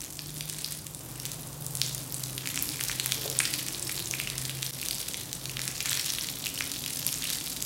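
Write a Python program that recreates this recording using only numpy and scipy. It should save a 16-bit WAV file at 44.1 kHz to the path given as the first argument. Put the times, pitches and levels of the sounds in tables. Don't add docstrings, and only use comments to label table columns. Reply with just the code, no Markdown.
import sys
import numpy as np
from scipy import signal
from scipy.fft import rfft, irfft, next_fast_len
from scipy.io import wavfile

SR = 44100
rng = np.random.default_rng(int(sys.argv[2]) if len(sys.argv) > 2 else 0)


def log_audio(samples):
    frames = np.atleast_2d(samples).T
    limited = np.clip(frames, -1, 1)
    pcm = np.round(limited * 32767).astype(np.int16)
    wavfile.write(sys.argv[1], SR, pcm)


N = 337365
TIME = np.arange(N) / SR


def amp(db):
    return 10 ** (np.asarray(db) / 20)


def evened(x):
    return x / np.sqrt(np.mean(x ** 2) + 1e-20)


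def read(points, hz):
    f, value = np.transpose(points)
    return np.interp(np.log(hz + 1), np.log(f + 1), value)


def read_gain(points, hz):
    return amp(read(points, hz))


def curves(rows):
    s, *columns = np.transpose(rows)
    return [np.interp(TIME, s, column) for column in columns]


def add(mix, s, sound):
    part = mix[max(round(s * SR), 0):][:len(sound)]
    part += sound[:len(part)]


def noise(gain):
    size = next_fast_len(N)
    spectrum = rfft(rng.standard_normal(size))
    hz = np.fft.rfftfreq(size, 1 / SR)
    return evened(irfft(spectrum * gain(hz), size)[:N])


def wander(rate_hz):
    return noise(lambda hz: 1 / (1 + (hz / rate_hz) ** 4))


def pocket(hz, cycles, glide, size=1024):
    turns = np.arange(size) * hz / SR
    age = turns / cycles
    bend = 1 + glide * np.tanh(age / 4) - glide / 2
    ring = age * np.exp(-age) * np.sin(2 * np.pi * turns * bend)
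    return ring / np.linalg.norm(ring)


def splat(centre_hz, octaves, low_hz=1050, size=512):
    hz = abs(np.fft.fftfreq(size, 1 / SR)) + 1
    gain = (1 + np.square(np.log2(hz / centre_hz) / octaves) / 8) ** -2
    gain = gain / np.sqrt(1 + (low_hz / hz) ** 5)
    log_gain = np.log(np.maximum(gain / gain.max(), 1e-3))
    minimum_phase = np.exp(np.conj(signal.hilbert(log_gain)))
    crack = np.fft.ifft(minimum_phase).real[:size // 2]
    return crack / np.linalg.norm(crack)


def spatter(low_hz, high_hz, level_db=-27, peak_s=0.034):
    power = np.zeros(N)
    age = TIME[:SR] / peak_s
    for s, _, _, air_db, air_hz, _ in SLAPS:
        if low_hz <= air_hz < high_hz:
            add(power, s, amp(air_db + level_db) ** 2 * age * np.exp(-age))
    return power


def drops(level_db, surge, low_hz, high_hz, per_s, spread_db, crack_share, clump, patchy_db, count=32):
    rate_per_s = per_s * np.exp(clump * surge - clump ** 2 / 2)
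    lands = np.flatnonzero(rng.random(N) < rate_per_s / SR)
    weight_db = spread_db * np.minimum(rng.exponential(1, N), 2.4)
    weight = amp(weight_db) * rng.choice([-1, 1], N)
    kind = rng.integers(0, count, N)
    knots = np.arange(0, N, SR // 14)
    out = np.zeros(N + SR)
    for k, hz in enumerate(np.geomspace(low_hz, high_hz, count)):
        tick = pocket(hz, rng.uniform(0.25, 3.5), 0.094)
        add(tick, 0, crack_share * splat(hz, 0.88))
        at = lands[kind[lands] == k]
        favour = amp(patchy_db * np.interp(at, knots, rng.uniform(-0.53, 1, len(knots))))
        ticks = (weight[at] * favour)[:, None] * tick
        np.add.at(out, at[:, None] + np.arange(len(tick)), ticks)
    return np.sqrt(amp(level_db) ** 2 + spatter(low_hz, high_hz)) * evened(out[:N])


# time in seconds, spray level in dB before gush and class trims, extra for large drops in dB.
SPRAY_LEVELS = [(0, -38.5, 7.5), (.12, -53, -4), (.7, -44.5, 1), (.92, -64, 4), (1.3, -55, 13),
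                (1.52, -53.5, -15), (1.8, -54, 7), (2.22, -50, 2), (2.55, -43, 4.5), (2.95, -43, 1.5),
                (3.55, -40.5, -1), (3.78, -44, 1.5), (3.98, -39, -16), (4.35, -50.5, 10.5),
                (4.98, -39.5, -7.5), (5.35, -51, 0), (5.98, -35, 1), (6.38, -45.5, -2), (6.62, -40.5, -27),
                (7.3, -39.5, 3), (7.65, -43, -17)]


def spray(mist_db=-19, large_db=-8.5, middling_db=0, gush_hz=11, gush_db=1):
    spray_db, coarse_db = curves(SPRAY_LEVELS)
    spray_db = spray_db + gush_db * wander(gush_hz)
    fine_db = -41.5 + 0.41 * (spray_db + 42)
    surge = np.minimum(noise(lambda hz: hz / (hz + 22) / (1 + (hz / 90) ** 4)), 1.7)
    large = drops(spray_db + coarse_db + large_db, surge, 1725, 3570, per_s=280, spread_db=5.0,
                  crack_share=1.0, clump=0.7, patchy_db=2)
    middling = drops(spray_db + middling_db, surge, 3380, 7920, per_s=330, spread_db=6.5,
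                     crack_share=0.81, clump=0.7, patchy_db=3)
    fine = drops(fine_db, surge, 7480, 14000, per_s=400, spread_db=8.5,
                 crack_share=0.72, clump=0.92, patchy_db=0)
    mist = amp(fine_db + mist_db) * noise(lambda hz: np.exp(-np.log2((hz + 1) / 9000) ** 2))
    return large + middling + fine + mist


# frequency in Hz, t60 in seconds.
ROOM_T60 = [(300, 0.47), (2000, 0.43), (5000, 0.62), (9000, 0.48), (16000, 0.36)]
# frequency in Hz, gain in dB.
ECHO_GAIN = [(500, -3), (2000, -6), (5000, -4), (9000, -4.5), (12000, -4.5), (16000, -9)]


def room(x, gap_s=0.0029, count=3):
    out = np.zeros(N)
    for k in range(count):
        hz, t, z = signal.stft(rng.standard_normal(SR), SR, nperseg=256)
        decay = amp(-60 * t / read(ROOM_T60, hz)[:, None])
        energy = np.sum(decay ** 2, axis=1) * t[1] * SR
        decay *= (read_gain(ECHO_GAIN, hz) / np.sqrt(energy))[:, None]
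        onset = 1 - np.exp(-(TIME[:SR] / gap_s) ** 2)
        tail = signal.istft(z * decay, SR)[1][:SR] * onset
        share = np.sqrt(2 / count) * np.cos(np.pi * (1.288 * TIME + k / count))
        out += signal.fftconvolve(x * share, tail)[:N]
    return out


# time in seconds, level in dB before trim and flutter.
DRUMMING_LEVEL = [(0, -52.5), (.9, -51.5), (1.1, -48), (2.2, -48.5), (3.3, -46.5), (4.2, -48), (4.6, -49),
                  (5.3, -49), (5.9, -49), (6.3, -48.5), (7.65, -49)]
# frequency in Hz, relative level in dB per Hz.
PILE_COLOUR = [(25, -45), (60, -20), (110, 3), (190, -1), (220, -6), (250, -1.5), (310, -1), (400, -5),
               (560, -6.5), (800, -9), (1100, -10), (2000, -19.5), (5000, -16.5)]


def drumming(trim_db=3.5, flutter_db=0.5, flutter_hz=22):
    level_db, = curves(DRUMMING_LEVEL)
    gain = amp(level_db + trim_db + flutter_db * wander(flutter_hz))
    return gain * noise(lambda hz: read_gain(PILE_COLOUR, hz))


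# time in seconds, mean lower tone in Hz, mean upper tone in Hz.
HUM_TONES = [(0, 129, 149.6), (.8, 126.1, 151.7), (1.8, 129.6, 151.7), (3, 129.7, 154), (4.5, 132, 154.4),
             (7.65, 132.2, 159.3)]
# time in seconds, level in dB before trim and waver.
LOWER_TONE_LEVEL = [(0, -54), (.8, -60), (1.08, -44.5), (1.5, -44), (1.88, -38), (2.1, -45), (2.27, -36),
                    (2.6, -50), (3.12, -40.5), (3.72, -46.5), (4.2, -44.5), (4.45, -34.5), (4.95, -51),
                    (5.22, -54), (5.47, -40), (6.15, -51.5), (7.0, -49.5), (7.65, -56)]
# time in seconds, level in dB before trim and waver.
UPPER_TONE_LEVEL = [(0, -71), (.3, -38.5), (.95, -50), (1.68, -41.5), (2.5, -52.5), (4.15, -57), (4.6, -56),
                    (6.3, -61), (7.25, -48), (7.65, -58)]


def hum(trim_db=-3.5, waver_hz=0.77, waver_db=1.0):
    levels_db = curves(LOWER_TONE_LEVEL) + curves(UPPER_TONE_LEVEL)
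    out = np.zeros(N)
    for db, hz in zip(levels_db, curves(HUM_TONES)):
        gain = amp(db + waver_db * wander(6.2))
        turns = np.cumsum(hz + waver_hz * wander(11.5)) / SR
        out += gain * np.sin(2 * np.pi * turns)
    return amp(trim_db) * np.sqrt(2) * out


# time in seconds, level in dB, resonance in Hz.
DRONE_COURSE = [(0, -58, 299.7), (.3, -55.5, 299.8), (.7, -58, 296.8), (1.8, -65, 280.3), (2.2, -53, 281.7),
                (2.7, -51, 286.2), (2.95, -56.5, 289.5), (3.35, -59, 303.8), (3.55, -47, 298),
                (3.7, -52, 309.5), (4.1, -53, 349.9), (4.4, -59, 348.5), (4.7, -67, 299), (6.2, -59, 270.3),
                (6.6, -53, 266), (7.65, -54.5, 263.2)]


def drone(width_share=0.22):
    level_db, hz = curves(DRONE_COURSE)
    warped = np.cumsum(hz) / hz.max()
    half_width_hz = width_share * hz.max() / 2
    wobble = [np.interp(warped, np.arange(N), wander(half_width_hz)) for _ in range(2)]
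    angle = 2 * np.pi * np.cumsum(hz) / SR
    return amp(level_db) * (wobble[0] * np.cos(angle) + wobble[1] * np.sin(angle))


# time in seconds, level in dB.
RUMBLE_LOUDNESS = [(0, -51.5), (3.85, -52), (4.2, -49), (4.9, -52.5), (6.2, -50), (7.65, -53)]
# frequency in Hz, relative level in dB per Hz.
RUMBLE_COLOUR = [(15, -36), (30, -18), (40, -16), (49, 6.5), (60, -4.5), (80, -1.5), (105, -2.5), (140, -1),
                 (300, -12.5), (1000, -48)]


def rumble():
    level_db, = curves(RUMBLE_LOUDNESS)
    return amp(level_db) * noise(lambda hz: read_gain(RUMBLE_COLOUR, hz))


# start in seconds, crack level in dB, crack centre in Hz, air pocket level in dB,
# air pocket pitch in Hz, ring time in cycles.
SLAPS = [(0.1923, -29, 3000, -29, 4900, 0.72), (0.4087, -23, 4940, -31.5, 2850, 1.9),
         (0.498, -25, 5400.0, -27, 8620.0, 1.3), (0.6456, -37, 7600.0, -19.5, 4620, 0.83),
         (0.7226, -25, 7160, -36, 10700, 2.0), (0.8677, -27.5, 6300.0, -43, 8120.0, 2.6),
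         (0.948, -37, 4000.0, -28, 9270.0, 0.6), (1.1997, -27.5, 5700.0, -38, 5700, 2.6),
         (1.254, -23, 7000.0, -27, 3500, 0.87), (1.2613, -30, 6700.0, -31, 8100.0, 1.2),
         (1.3175, -25, 7500.0, -41, 7250, 1.1), (1.6232, -39, 12100.0, -31, 10760.0, 1.2),
         (1.6653, -25, 12100.0, -25, 7800, 2), (1.7529, -35, 3700.0, -21, 9420.0, 0.46),
         (1.7717, -28, 12100.0, -23, 8600.0, 0.49), (1.8164, -21, 12100.0, -12, 4460, 0.41),
         (1.8632, -34, 4100.0, -26, 6950, 1.1), (1.948, -23, 9300.0, -25, 9900, 3.4),
         (1.98, -28, 5800.0, -37, 6720.0, 1.2), (2.124, -29, 7600.0, -27, 14610.0, 2.6),
         (2.1437, -29.5, 5750, -23, 8850, 0.84), (2.2377, -23, 5560, -33, 7800, 0.3),
         (2.3797, -25, 9500.0, -23.5, 3360, 0.53), (2.4575, -33, 8800.0, -26, 2600, 0.55),
         (2.4735, -22, 6000.0, -24.5, 2240.0, 0.91), (2.5586, -22.5, 6600.0, -34, 8100, 2.6),
         (2.5756, -21, 2690, -26.5, 5600, 1.6), (2.5902, -34, 5200.0, -25, 7640, 1.2),
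         (2.6253, -39, 4360, -16, 12900, 0.65), (2.6905, -25, 9200.0, -23, 4790.0, 0.9),
         (2.7939, -35, 4400.0, -29, 2040.0, 0.8), (2.8097, -20, 3460, -38, 4160, 3.4),
         (2.8378, -18, 8900.0, -29, 7460, 0.9), (2.8843, -22, 7100.0, -30, 6680.0, 2.6),
         (2.8971, -27, 5600.0, -22, 1900, 0.46), (2.915, -26, 5100.0, -26, 3270.0, 1.2),
         (2.9987, -17, 4230, -24, 4280, 1.9), (3.0606, -24.5, 2100.0, -15.5, 10400, 0.25),
         (3.1212, -14, 4060, -35, 3840, 3.5), (3.2787, -33, 5400.0, -26.5, 4130.0, 1.1),
         (3.3, -21, 8100.0, -33, 8100.0, 1.2), (3.3899, -22, 6200.0, -12, 8950, 0.9),
         (3.4032, -23, 6600.0, -15, 2120, 0.45), (3.4064, -29, 4900.0, -22, 2410.0, 1.2),
         (3.4534, -21.5, 3500.0, -26, 4940.0, 1.1), (3.5387, -20, 3560, -24, 4740, 1.9),
         (3.5808, -34, 8600.0, -31, 12750.0, 1.3), (3.685, -22, 4350, -35, 8570.0, 2.6),
         (3.7471, -41, 13400.0, -26, 4000.0, 0.6), (3.8267, -46, 8500, -21.5, 8200, 1.3),
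         (3.8947, -30, 6500.0, -24.5, 2160.0, 0.7), (3.994, -27, 7400.0, -27, 3360, 0.65),
         (4.0584, -38, 4800.0, -27, 6800, 0.95), (4.1113, -23.5, 5900, -23, 6400, 3),
         (4.138, -29, 5100.0, -20, 2400, 0.94), (4.2, -24, 9400.0, -20, 2480, 0.73),
         (4.2737, -24, 3300.0, -25, 2860, 1.8), (4.3007, -26, 9700.0, -23.5, 3870.0, 0.5),
         (4.381, -22, 5100.0, -29, 5500, 2.9), (4.4166, -28, 6300.0, -34, 8700, 1.2),
         (4.453, -22.5, 4600, -43, 5000.0, 2.6), (4.4957, -25.5, 4300.0, -23.5, 3560, 0.45),
         (4.6291, -20, 4450, -32, 4460, 2.9), (4.6648, -25.5, 5430, -26, 5600.0, 0.73),
         (4.8164, -34, 3900.0, -26, 11700.0, 0.55), (4.829, -30, 7600.0, -26.5, 2580, 0.99),
         (4.8605, -24, 7200.0, -28, 3780.0, 1.2), (4.8856, -20, 6360, -30, 6460.0, 0.61),
         (4.9103, -23, 8000.0, -17.5, 4350, 0.64), (5.0852, -29.5, 3200.0, -26, 9480, 0.5),
         (5.1438, -22.5, 3300.0, -35, 4050, 1.9), (5.33, -22, 5700.0, -33, 7820.0, 2.1),
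         (5.4564, -24, 4420, -34, 4540, 2.1), (5.4957, -28, 5100.0, -28.5, 2640, 1.6),
         (5.5697, -31, 7600.0, -21.5, 3150, 0.38), (5.5931, -23, 3000.0, -37, 2320, 1.7),
         (5.6174, -22.5, 4800.0, -34, 6000.0, 2.6), (5.6543, -26, 8000.0, -37, 9590.0, 2.6),
         (5.6787, -21, 3550, -27, 9250, 0.42), (5.805, -22.5, 5140, -25.5, 2580, 1.5),
         (5.858, -24, 4800.0, -27, 1740.0, 0.39), (5.895, -25, 5400.0, -20, 8100, 1.5),
         (5.9191, -28, 2300.0, -27, 1770, 0.7), (5.9307, -18.5, 3800.0, -37, 4800, 2.8),
         (6.1032, -25.5, 4300.0, -21.5, 5800, 0.94), (6.1855, -32, 1710, -23, 3330, 0.67),
         (6.2109, -33, 5100.0, -23.5, 5530, 1.2), (6.2875, -26, 4700.0, -24, 4260, 0.79),
         (6.4413, -34, 5200.0, -25, 4010.0, 0.94), (6.4594, -23, 5100.0, -27, 2780.0, 1.2),
         (6.4679, -23, 9200.0, -21.5, 2700, 1.5), (6.5767, -31, 3900.0, -26, 2950, 2.4),
         (6.608, -31, 6200.0, -18, 2250, 0.45), (6.6228, -29, 5800.0, -27, 5680.0, 1.2),
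         (6.7171, -22, 7200.0, -30, 4760, 2.6), (6.8621, -23, 7300.0, -24, 3000.0, 0.88),
         (6.993, -27, 8300.0, -35, 8270.0, 1.2), (7.0662, -24, 7600.0, -15.5, 11500, 0.77),
         (7.0777, -24, 6900.0, -24, 5980.0, 1.3), (7.0899, -26, 5600.0, -27, 3100, 0.97),
         (7.1276, -27, 6900.0, -28, 6800, 2.0), (7.1413, -29, 7000.0, -24, 7060.0, 1.2),
         (7.2396, -37, 5800.0, -26.5, 2730, 0.5), (7.2537, -34, 5400.0, -24.5, 2760, 1.4),
         (7.3023, -21, 3700, -26, 12010.0, 1.1), (7.6246, -19, 6400.0, -27, 7680.0, 3.2)]


def slaps(crack_db=0, pocket_db=0, octaves=0.6, glide=0.064, splinter_db=-6, splinter_s=0.0004, count=4):
    out = np.zeros(N)
    unit = np.sqrt(SR / 1000)
    chance = rng.random((len(SLAPS), count, 3))
    for (s, db, hz, air_db, air_hz, cycles), splinters in zip(SLAPS, chance):
        burst = np.zeros(SR // 50)
        add(burst, 0, splat(hz, octaves))
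        for delay, weight, pitch in splinters:
            delay_s = -splinter_s * np.log(1 - delay)
            gain = amp(splinter_db) * (2 * weight - 1)
            add(burst, delay_s, gain * splat(hz * 2 ** (pitch - 0.5), 0.39))
        add(out, s, unit * amp(db + crack_db) * burst / np.linalg.norm(burst))
        small = signal.butter(2, air_hz / 2, "high", fs=SR)
        ring = signal.lfilter(*small, pocket(air_hz, cycles, glide))
        add(out, s, unit * amp(air_db + pocket_db) * ring)
    return out


# time in seconds, level in dB before flutter.
SWASH_LEVEL = [(3.12, -92), (3.19, -46), (3.235, -52), (3.252, -35), (3.272, -42), (3.29, -43), (3.32, -43),
               (3.36, -49), (3.45, -90)]
# frequency in Hz, relative level in dB per Hz.
SWASH_COLOUR = [(200, -32), (350, -20), (440, 4), (490, -13), (545, -1), (620, -14), (730, -11.5),
                (900, -22), (1500, -25), (4000, -60)]


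def swash(flutter_db=1.0, flutter_hz=70):
    level_db, = curves(SWASH_LEVEL)
    gain = amp(level_db + flutter_db * wander(flutter_hz))
    return gain * noise(lambda hz: read_gain(SWASH_COLOUR, hz))


def scene():
    splashes = slaps() + spray()
    wet = splashes + room(splashes)
    return (wet + drumming() + swash() + drone() + hum() + rumble())[None]


# time in seconds, gain in dB.
LEVEL_DIP = [(4.7095, 0), (4.7105, -30), (4.716, -11), (4.724, -4), (4.738, 0)]


def record(dry, edge_hz=15950):
    dip_db, = curves(LEVEL_DIP)
    low_pass = signal.firwin(511, edge_hz, window=("kaiser", 9), fs=SR)
    return signal.oaconvolve(dry * amp(dip_db), low_pass[None], "same")


dry = scene()
out = record(dry)
log_audio(out)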